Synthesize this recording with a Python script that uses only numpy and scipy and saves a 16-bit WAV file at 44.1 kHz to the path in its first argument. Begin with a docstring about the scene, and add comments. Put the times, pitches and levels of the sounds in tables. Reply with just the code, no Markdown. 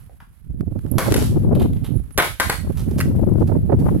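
"""Sword cut through bamboo

In a yard between house walls a sword chops through a bamboo pole, exciting the modes of the tube.
The split piece knocks against the rack, hangs creaking by stick-slip on its last fibres, then drops
and clatters on the ground. Leaves rustle and turbulent gusts buffet both microphone ports;
the right port resonates high in the treble, and a limiter holds the loudest blows down."""
import sys
import numpy as np
from scipy import signal
from scipy.fft import rfft, irfft
from scipy.io import wavfile
from scipy.ndimage import uniform_filter1d, minimum_filter1d, map_coordinates

SR = 44100
rng = np.random.default_rng(int(sys.argv[2]) if len(sys.argv) > 2 else 0)


def transcribe(signal):
    """Save signal, clipped to [-1, 1], as a 16-bit WAV file at the path in sys.argv[1]."""
    frames = np.atleast_2d(signal).T
    limited = np.clip(frames, -1, 1)
    pcm = np.round(limited * 32767).astype(np.int16)
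    wavfile.write(sys.argv[1], SR, pcm)


N = 176400
TIME = np.arange(N) / SR
BODY_WET_DB, CRACK_WET_DB = -5.5, -5
PIECE_PAN_DB, PIECE_LAG_S = 2.5, .00007

# cut pieces strike the rack and the ground: start_s, body_db, crack_db, rattle_s, thud_db
KNOCKS = [(1.163, -15.5, -8, 0.017, -20), (2.1767, -10.5, -4, 0.034, -12), (2.184, 4.5, -11, 0.013, -1),
          (2.198, 4.5, -14, 0.0089, -8), (2.223, -2.5, -15.5, 0.0092, -19), (2.245, -24, -13.5, 0.031, -32),
          (2.399, 1, -2, 0.017, -13), (2.497, -4.5, -5, 0.009, -13.5), (2.525, -16.5, -27, 0.02, -24)]
# spectrum of the hard skin cracking: frequency_hz, level_db
CRACK_SPECTRUM = [(600, 7.5), (2000, -1), (3500, -0.5), (5200, -1.5), (6500, -2.5), (9000, -2.5),
                  (12000, -3.5), (16000, -13)]


def from_db(db):
    return 10 ** (np.asarray(db) / 20)


def unit_energy(x):
    return x / np.sqrt(np.sum(x ** 2, axis=-1, keepdims=True) + 1e-20)


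def in_time(rows):
    """Linear interpolation of each column after the first at every sample."""
    times, *columns = np.transpose(rows)
    return [np.interp(TIME, times, column) for column in columns]


def at_hz(points, hz):
    """Interpolation on a logarithmic frequency axis."""
    frequencies, values = np.transpose(points)
    return np.interp(np.log(hz + 1), np.log(frequencies), values)


def pan(left_minus_right_db):
    """Constant-power gains for a level difference between the ports."""
    gains = from_db(np.array([[.5], [-.5]]) * left_minus_right_db)
    return gains / np.sqrt(np.mean(gains ** 2, axis=0))


def drift(corner_hz, settle=4000):
    """Low-passed noise: a slow random fluctuation of unit rms."""
    r = np.exp(-2 * np.pi * corner_hz / SR)
    slow = signal.lfilter([1], [1, -2 * r, r * r], rng.standard_normal(N + settle))[settle:]
    return slow / np.sqrt(np.mean(slow ** 2) + 1e-20)


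def through(x, response):
    """Convolution with an impulse response, cut to the scene's length."""
    return signal.fftconvolve(np.atleast_2d(x), np.atleast_2d(response), axes=1)[:, :N]


def colour(spectrum, size=8192):
    """Minimum-phase impulse response of unit energy with the given spectral shape."""
    cepstrum = irfft(np.log(from_db(at_hz(spectrum, np.fft.rfftfreq(size, 1 / SR)))))
    cepstrum[1:size // 2] *= 2
    cepstrum[size // 2 + 1:] = 0
    return unit_energy(irfft(np.exp(rfft(cepstrum))))


def bursts(rows, snap_s=.0032, rattle_per_s=1800, rattle_db=5.5, spread_db=3):
    """Transient excitation: a snap and a decaying rattle. Each level is the rms if packed into 1 ms."""
    drive, t = np.zeros(N + SR), TIME[:SR // 2]
    for start_s, level_db, decay_s in rows:
        snap = unit_energy(rng.standard_normal(len(t)) * np.exp(-t / snap_s))
        sizes = rng.choice([-1, 1], len(t)) * from_db(spread_db * rng.standard_normal(len(t)))
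        rattle = unit_energy(sizes * (rng.random(len(t)) < rattle_per_s / SR) * np.exp(-t / decay_s))
        start = int(start_s * SR)
        drive[start:start + len(t)] += from_db(level_db) * unit_energy(snap + from_db(rattle_db) * rattle)
    return drive * np.sqrt(SR / 1000)


def slips(rows, per_s=1500, spread_db=3.5):
    """Stick-slip force: runs of random impulses that swell and fade, with levels as in bursts."""
    force = 0
    for start_s, level_db, rise_s in rows:
        age = np.clip((TIME - start_s) / rise_s, 0, 40)
        sizes = from_db(spread_db * rng.standard_normal(N)) * rng.choice([-1, 1], N)
        impulses = sizes * (rng.random(N) < per_s / SR)
        force = force + from_db(level_db) * unit_energy(impulses * age * np.exp(-age))
    return force * np.sqrt(SR / 1000)


def yard_echoes(build_s=.00057, hold_s=.019):
    """Diffuse reverberation: reflections from walls and ground decay exponentially, band by band."""
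    # reverberation time: frequency_hz, t60_s
    decay_times = [(200, 0.23), (1500, 0.2), (4000, 0.33), (11000, 0.31)]
    t, echoes = TIME[:SR * 3 // 4], 0
    edges_hz = np.geomspace(100, 19000, 9)
    for low, high in zip(edges_hz, edges_hz[1:]):
        bandpass = signal.butter(2, [low, high], "band", fs=SR, output="sos")
        band = signal.sosfilt(bandpass, rng.standard_normal((2, len(t))))
        t60_s = at_hz(decay_times, np.sqrt(low * high))
        echoes = echoes + band * np.exp(-np.log(1000) * np.maximum(t - hold_s, 0) / t60_s)
    return unit_energy(echoes * (1 - np.exp(-t / build_s)))


def placed(x, wet_db, pan_db=0, lag_s=0):
    """Superposition of the direct sound, lag_s later at the left port, and the reverberant field."""
    direct = np.array([np.roll(x[0], int(lag_s * SR)), x[0]]) * pan(pan_db)
    return direct + from_db(wet_db) * through(x, yard_echoes())


def rustle(flicker_db=2):
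    """Leaves and distant air: broadband noise under random amplitude modulation."""
    # background level: time_s, level_db
    levels = [(0, -46.5), (.1, -58), (.55, -60), (.7, -56.5), (1.0, -46.5), (1.7, -50), (2.05, -52.5),
              (2.7, -44), (3.2, -45.5), (3.7, -50), (3.85, -44), (4, -43.5)]
    # background spectrum: frequency_hz, level_db
    spectrum = [(30, 23.5), (110, 25), (220, -29), (400, 0), (1400, 3.5), (3500, -5.5), (6000, -10.5),
                (11000, -3), (15000, -7.5)]
    noise = through(rng.standard_normal((2, N)), colour(spectrum))
    return noise * from_db(in_time(levels)[0] + flicker_db * drift(corner_hz=46))


def wind(level_db=3.5, eddy_hz=35, eddy_db=2.5, eddy_speedup=.2):
    """Convected turbulence: a frozen pressure field sweeps each port, brighter in faster flow."""
    # gust strength: time_s, level_db, left_minus_right_db
    gusts = [(0.0, -44, -9.5), (0.31, -50.5, -0.5), (0.39, -53, -19), (0.5, -30, -7), (0.87, -28, -8.5),
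             (0.93, -21.5, -31), (1.0, -19, 4), (1.02, -17, -3), (1.12, -13.5, -5), (1.28, -20.5, 2),
             (1.59, -16.5, 4.0), (1.89, -28, -12.5), (1.97, -15, -35), (2.0, -25, -16), (2.12, -45, 7),
             (2.19, -25.5, -2), (2.28, -38.5, -10), (2.32, -30, -17), (2.38, -51, -2), (2.47, -23.5, -19),
             (2.51, -34, -10), (2.57, -29.5, -25), (2.68, -25.5, 2), (2.72, -25.5, -10),
             (3.36, -16.5, 11.5), (3.5, -20, -10), (3.62, -21, 4.5), (3.66, -21.5, -13), (3.75, -16.5, 1.5),
             (4.0, -20.5, -5.5)]
    # air speed past each port: time_s, speed_ratio
    flow_left = [(0, 0.72), (.45, 0.53), (.94, 0.54), (1.0, .9), (1.582, 1.126), (1.85, 0.7), (2.88, 0.59),
                 (3.05, .92), (3.3, 1.25), (3.66, .72), (3.88, 1.254), (4, 0.94)]
    flow_right = [(0, 0.64), (0.449, 0.56), (.7, 0.88), (1.098, 1.056), (1.401, .85), (1.581, 1.083),
                  (1.971, .72), (2.6, .68), (2.78, 0.9), (3.1, 0.96), (3.36, .65), (3.45, 1.04),
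                  (3.62, 0.77), (3.72, 1.126), (4, 0.95)]
    # turbulence at a speed ratio of 1: frequency_hz, level_db
    spectrum = [(15, -9.5), (40, -16), (85, 2.5), (125, -1), (250, -9), (450, -25.5), (800, -40.5),
                (1600, -70.5), (5000, -101)]
    gust_db, side_db = in_time(gusts)
    ports = []
    for gain, flow in zip(from_db(gust_db) * pan(side_db), (flow_left, flow_right)):
        eddy = drift(eddy_hz)
        speed = in_time(flow)[0] * np.exp(eddy_speedup * eddy)
        field = signal.fftconvolve(rng.standard_normal(2 * N), colour(spectrum), "same")
        pressure = map_coordinates(field, [np.cumsum(speed)], order=3, mode="mirror")
        pressure *= from_db(eddy_db * eddy)
        running_rms = np.sqrt(uniform_filter1d(pressure ** 2, size=3500) + 1e-12)
        ports.append(gain * pressure / running_rms)
    return from_db(level_db) * np.array(ports)


def buffets(width_s=.0053, size=2048):
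    """Small eddies strike one port as Gaussian bursts of pressure; a faster eddy has a higher pitch."""
    # passing eddies: centre_s, level_db, pitch_hz, port
    eddies = [(0.611, -15, 192, "R"), (0.632, -27.5, 317, "L"), (0.68, -18.5, 265, "R"),
              (0.724, -22, 277, "R"), (0.762, -17.5, 314, "R"), (0.923, -14, 256, "R"),
              (1.066, -12, 1004, "R"), (1.086, -5.5, 640, "R"), (1.102, -11, 318, "R"),
              (1.123, 1, 380, "R"), (1.159, -6, 570, "L"), (1.182, -2.5, 290, "R"), (1.223, -9.5, 393, "R"),
              (1.364, -8.5, 259, "R"), (1.375, -12, 342, "L"), (1.45, -16, 375, "L"),
              (1.519, -9.5, 350, "L"), (1.533, -10, 450, "R"), (1.568, -14, 474.4, "L"),
              (1.615, -10.5, 380, "R"), (1.659, -13.5, 390, "L"), (1.969, -17.5, 195, "R"),
              (2.674, -21, 396.7, "L"), (2.705, -17, 347, "R"), (2.917, -18.5, 288.8, "R"),
              (3.059, -14.5, 303, "R"), (3.112, -25.5, 479.4, "R"), (3.153, -29.5, 479, "L"),
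              (3.195, -16.5, 364, "L"), (3.235, -8, 320.6, "L"), (3.292, -14.5, 368, "L"),
              (3.414, -14, 459, "L"), (3.426, -9.5, 445, "R"), (3.496, -17.5, 457, "R"),
              (3.521, -15, 451.5, "R"), (3.555, -18.5, 525.4, "L"), (3.568, -9, 290, "R"),
              (3.703, -8, 423.7, "R"), (3.728, -7, 559.3, "R"), (3.744, -5.5, 343, "R"),
              (3.824, -16.5, 341, "R"), (3.866, -15, 559.3, "L"), (3.89, -22, 899.4, "L"),
              (3.95, -16, 403, "L")]
    # spectrum of an eddy: pitch_ratio, level_db
    shape = [(.2, -4.5), (.6, 1.5), (1, 1), (1.8, -13), (3, -26.5), (5, -45), (12, -72.5)]
    ports = np.zeros((2, N + size))
    swell = np.exp(-((np.arange(size) - size / 2) / SR / width_s) ** 2 / 2)
    for centre_s, level_db, pitch_hz, port in eddies:
        response = colour([(pitch_hz * ratio, db) for ratio, db in shape])
        pressure = irfft(rfft(rng.standard_normal(size)) * rfft(response[:size]))
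        burst = unit_energy(swell * pressure) * np.linalg.norm(swell)
        start = int(centre_s * SR) - size // 2
        ports["LR".index(port), start:start + size] += from_db(level_db) * burst
    return ports[:, :N]


def far_taps():
    """Faint hollow impacts, far enough off that reverberation outweighs the direct sound."""
    # distant impacts: start_s, level_db, pitch_hz
    taps = [(0.095, -45.5, 480), (0.203, -35.5, 960)]
    shape = [(.5, -22), (1.03, 0), (1.54, -3), (2, -12), (8, -34)]  # pitch_ratio, level_db
    sound = 0
    for start_s, level_db, pitch_hz in taps:
        response = colour([(pitch_hz * ratio, db) for ratio, db in shape])
        sound = sound + through(bursts([(start_s, level_db, .003)]), response)
    return placed(sound, wet_db=2.5)


def port_clicks():
    """Tiny transients at the right port, heard as direct sound alone."""
    # dry clicks: start_s, level_db
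    clicks = [(0.608, -32.5), (0.791, -37.5), (0.864, -38), (2.108, -40)]
    # their spectrum: frequency_hz, level_db
    spectrum = [(500, 3), (1500, 1), (5000, -17), (14000, -23)]
    return through(bursts([(s, db, .0005) for s, db in clicks]), colour(spectrum)) * pan(-29)


def tick_and_chirps(chirp_hz=10634, chirp_q=69):
    """Band-limited transients: a bright tick close by and faint, thin whistling chirps near 10.6 kHz."""
    # bright tick: start_s, level_db
    ticks = [(0.914, -26)]
    # its spectrum: frequency_hz, level_db
    spectrum = [(3000, -26), (8000, -18), (10500, 10), (11500, 14), (13000, 2), (16000, -16)]
    # high whistling chirps: start_s, level_db, decay_s
    chirps = [(1.92, -44, 0.048), (1.96, -39.5, 0.019), (2.122, -38.5, 0.053)]
    tick = through(bursts([(s, db, .002) for s, db in ticks]), colour(spectrum))
    narrow_band = np.sin(2 * np.pi * chirp_hz * TIME) * np.exp(-np.pi * chirp_hz / chirp_q * TIME)
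    whistle = through(bursts(chirps), unit_energy(narrow_band))
    return placed(tick + whistle, wet_db=-10, pan_db=-4)


def creaks_and_scrapes():
    """Stick-slip friction: fibres creak as the split piece sags, and dry pieces scrape the ground."""
    # runs of slips: start_s, level_db, rise_s
    creaks = [(1.549, -28.5, 0.005), (1.593, -26.5, 0.0084), (1.615, -25.5, 0.0071), (1.731, -38.5, 0.0021),
              (1.764, -40.5, 0.0027), (1.838, -27, 0.011)]
    scrapes = [(2.768, -25.5, 0.016), (2.909, -36.5, 0.0033), (2.977, -20.5, 0.012), (3.385, -39.5, 0.016),
               (3.472, -36, 0.0043), (3.789, -38, 0.0081)]
    # response of the fibres: frequency_hz, level_db
    fibre_spectrum = [(400, 10.5), (1300, 4), (2300, 1), (3100, 6), (4100, 3), (5200, -7.5), (8000, -7),
                      (12000, -2), (16000, -18.5)]
    creaking = through(slips(creaks), colour(fibre_spectrum))
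    scraping = through(slips(scrapes), colour(CRACK_SPECTRUM))
    return placed(creaking + scraping, wet_db=-3.5)


def tube_ring(modes):
    """Modal synthesis: a tube's impulse response is a sum of damped sinusoids."""
    t, ring = TIME[:SR // 2], 0
    for k, (hz, db, t60_s) in enumerate(modes):
        decay = np.exp(-np.log(1000) * t / t60_s)
        ring = ring + (-1) ** k * from_db(db) * np.sin(2 * np.pi * hz * t) * decay
    return unit_energy(ring)


def pole_ring(level_db=-13):
    """Free vibration of the hollow pole after an impulse."""
    # pole modes: frequency_hz, level_db, t60_s
    modes = [(760, 2, .06), (1022, 1, .09), (1292, 5, .12), (1440, 3, .14), (1568, 9, .2), (1769, 6, .14),
             (1935, 5, .14), (2059, 4, .11), (2219, 3, .13), (2597, -8, .18), (3410, -7, .14)]
    return from_db(level_db) * tube_ring(modes)


def blows(rows, body_spectrum, ring, pan_db, lag_s=0, extra_wet_db=0):
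    """Impact excitation gives a woody thwack, the ring of the tube and a bright crack of the skin."""
    start_s, body_db, crack_db, rattle_s = np.transpose(rows)[:4]
    force = bursts(zip(start_s, body_db, rattle_s))
    body = through(force, colour(body_spectrum)) + through(force, ring)
    crack = through(bursts(zip(start_s, crack_db, rattle_s / 2)), colour(CRACK_SPECTRUM))
    return (placed(body, BODY_WET_DB + extra_wet_db, pan_db, lag_s)
            + placed(crack, CRACK_WET_DB + extra_wet_db, pan_db, lag_s))


def clacks(ring_db=-2.5):
    """Collisions between bamboo pieces excite the quickly damped modes of the short offcut."""
    # collisions: start_s, body_db, crack_db, rattle_s
    hits = [(1.1215, -21.5, -6.5, 0.0074), (1.141, -13, -1.5, 0.01), (3.003, -14, -22, 0.005),
            (3.0095, -14.5, -20.5, 0.004)]
    # body of a clack: frequency_hz, level_db
    spectrum = [(300, -17), (900, -5), (1500, 8.5), (2500, -4), (3200, -14), (5500, -13.5)]
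    # offcut modes: frequency_hz, level_db, t60_s
    modes = [(1553, -8.5, 0.098), (1890, 3, 0.089), (2710, 3, 0.035)]
    ring = from_db(ring_db) * tube_ring(modes)
    return blows(hits, spectrum, ring, PIECE_PAN_DB, PIECE_LAG_S, extra_wet_db=-6)


def thuds():
    """The ground's damped, low-frequency response makes a heavy landing thud."""
    # ground response: frequency_hz, level_db
    spectrum = [(100, -7), (400, 1), (650, -5), (1200, -26)]
    force = bursts([(start_s, thud_db, rattle_s) for start_s, _, _, rattle_s, thud_db in KNOCKS])
    return placed(through(force, colour(spectrum)), BODY_WET_DB, PIECE_PAN_DB, PIECE_LAG_S)


def knocks():
    """Impacts on the rack and the ground excite the pole's modes."""
    # body of a knock: frequency_hz, level_db
    spectrum = [(250, -14), (650, -3), (1000, 1.5), (1500, 2), (2150, -1), (2600, -9.5), (3800, -11),
                (5500, -23.5)]
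    return blows(KNOCKS, spectrum, pole_ring(), PIECE_PAN_DB, PIECE_LAG_S)


def splitting():
    """Brittle fracture: the edge bites with a snap, then the pole crackles apart."""
    # the edge enters the hard skin: start_s, level_db, decay_s
    bites = [(0.9835, -3, 0.0029)]
    # fibres rip: start_s, level_db, rise_s
    splinters = [(1.02, -10, 0.052), (1.17, -14.5, 0.019), (1.22, -20.5, 0.0062)]
    skin = colour(CRACK_SPECTRUM)
    snap = placed(through(bursts(bites), skin), wet_db=-6, pan_db=-7)
    return snap + placed(through(slips(splinters, per_s=240), skin), wet_db=0)


def sword_cut():
    """The blade's passage is a broadband force that sets the pole ringing."""
    # the stroke: start_s, body_db, crack_db, splitting_s
    cuts = [(0.983, 8.5, 1.5, 0.027)]
    # body of the chop: frequency_hz, level_db
    spectrum = [(150, 10), (400, 16), (780, 14), (1050, 14.5), (1550, 12), (2200, 8), (2800, -3.5),
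                (6000, -6.5)]
    return blows(cuts, spectrum, pole_ring(), pan_db=4)


def scene():
    """Linear superposition of all sources at the two ports."""
    bamboo = knocks() + thuds() + clacks() + sword_cut() + splitting() + creaks_and_scrapes()
    return bamboo + tick_and_chirps() + port_clicks() + far_taps() + wind() + buffets() + rustle()


def record(dry, shelf_hz=7150, shelf_db=-18, ring_hz=11130, ring_q=8.4, ring_db=11,
           limit_db=-4, release_db_per_s=106, cutoff_hz=15900):
    """A shelf dulls the left port and the right resonates; peak limiting and a low-pass follow."""
    treble = signal.lfilter(*signal.butter(1, shelf_hz, "high", fs=SR), dry[0])
    ringing = signal.lfilter(*signal.iirpeak(ring_hz, ring_q, fs=SR), dry[1])
    left = dry[0] + (from_db(shelf_db) - 1) * treble
    right = dry[1] + (from_db(ring_db) - 1) * ringing
    ports = np.array([left, right])
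    over_db = np.maximum(20 * np.log10(np.abs(ports) + 1e-9) - limit_db, 0)
    release_db = release_db_per_s * TIME
    duck_db = np.maximum.accumulate(over_db + release_db, axis=1) - release_db
    gain = uniform_filter1d(minimum_filter1d(from_db(-duck_db), size=45), size=45)  # 1 ms attack
    lowpass = signal.ellip(10, .2, 90, cutoff_hz, fs=SR, output="sos")
    return signal.sosfilt(lowpass, ports * gain)


dry = scene()
out = record(dry)
transcribe(out)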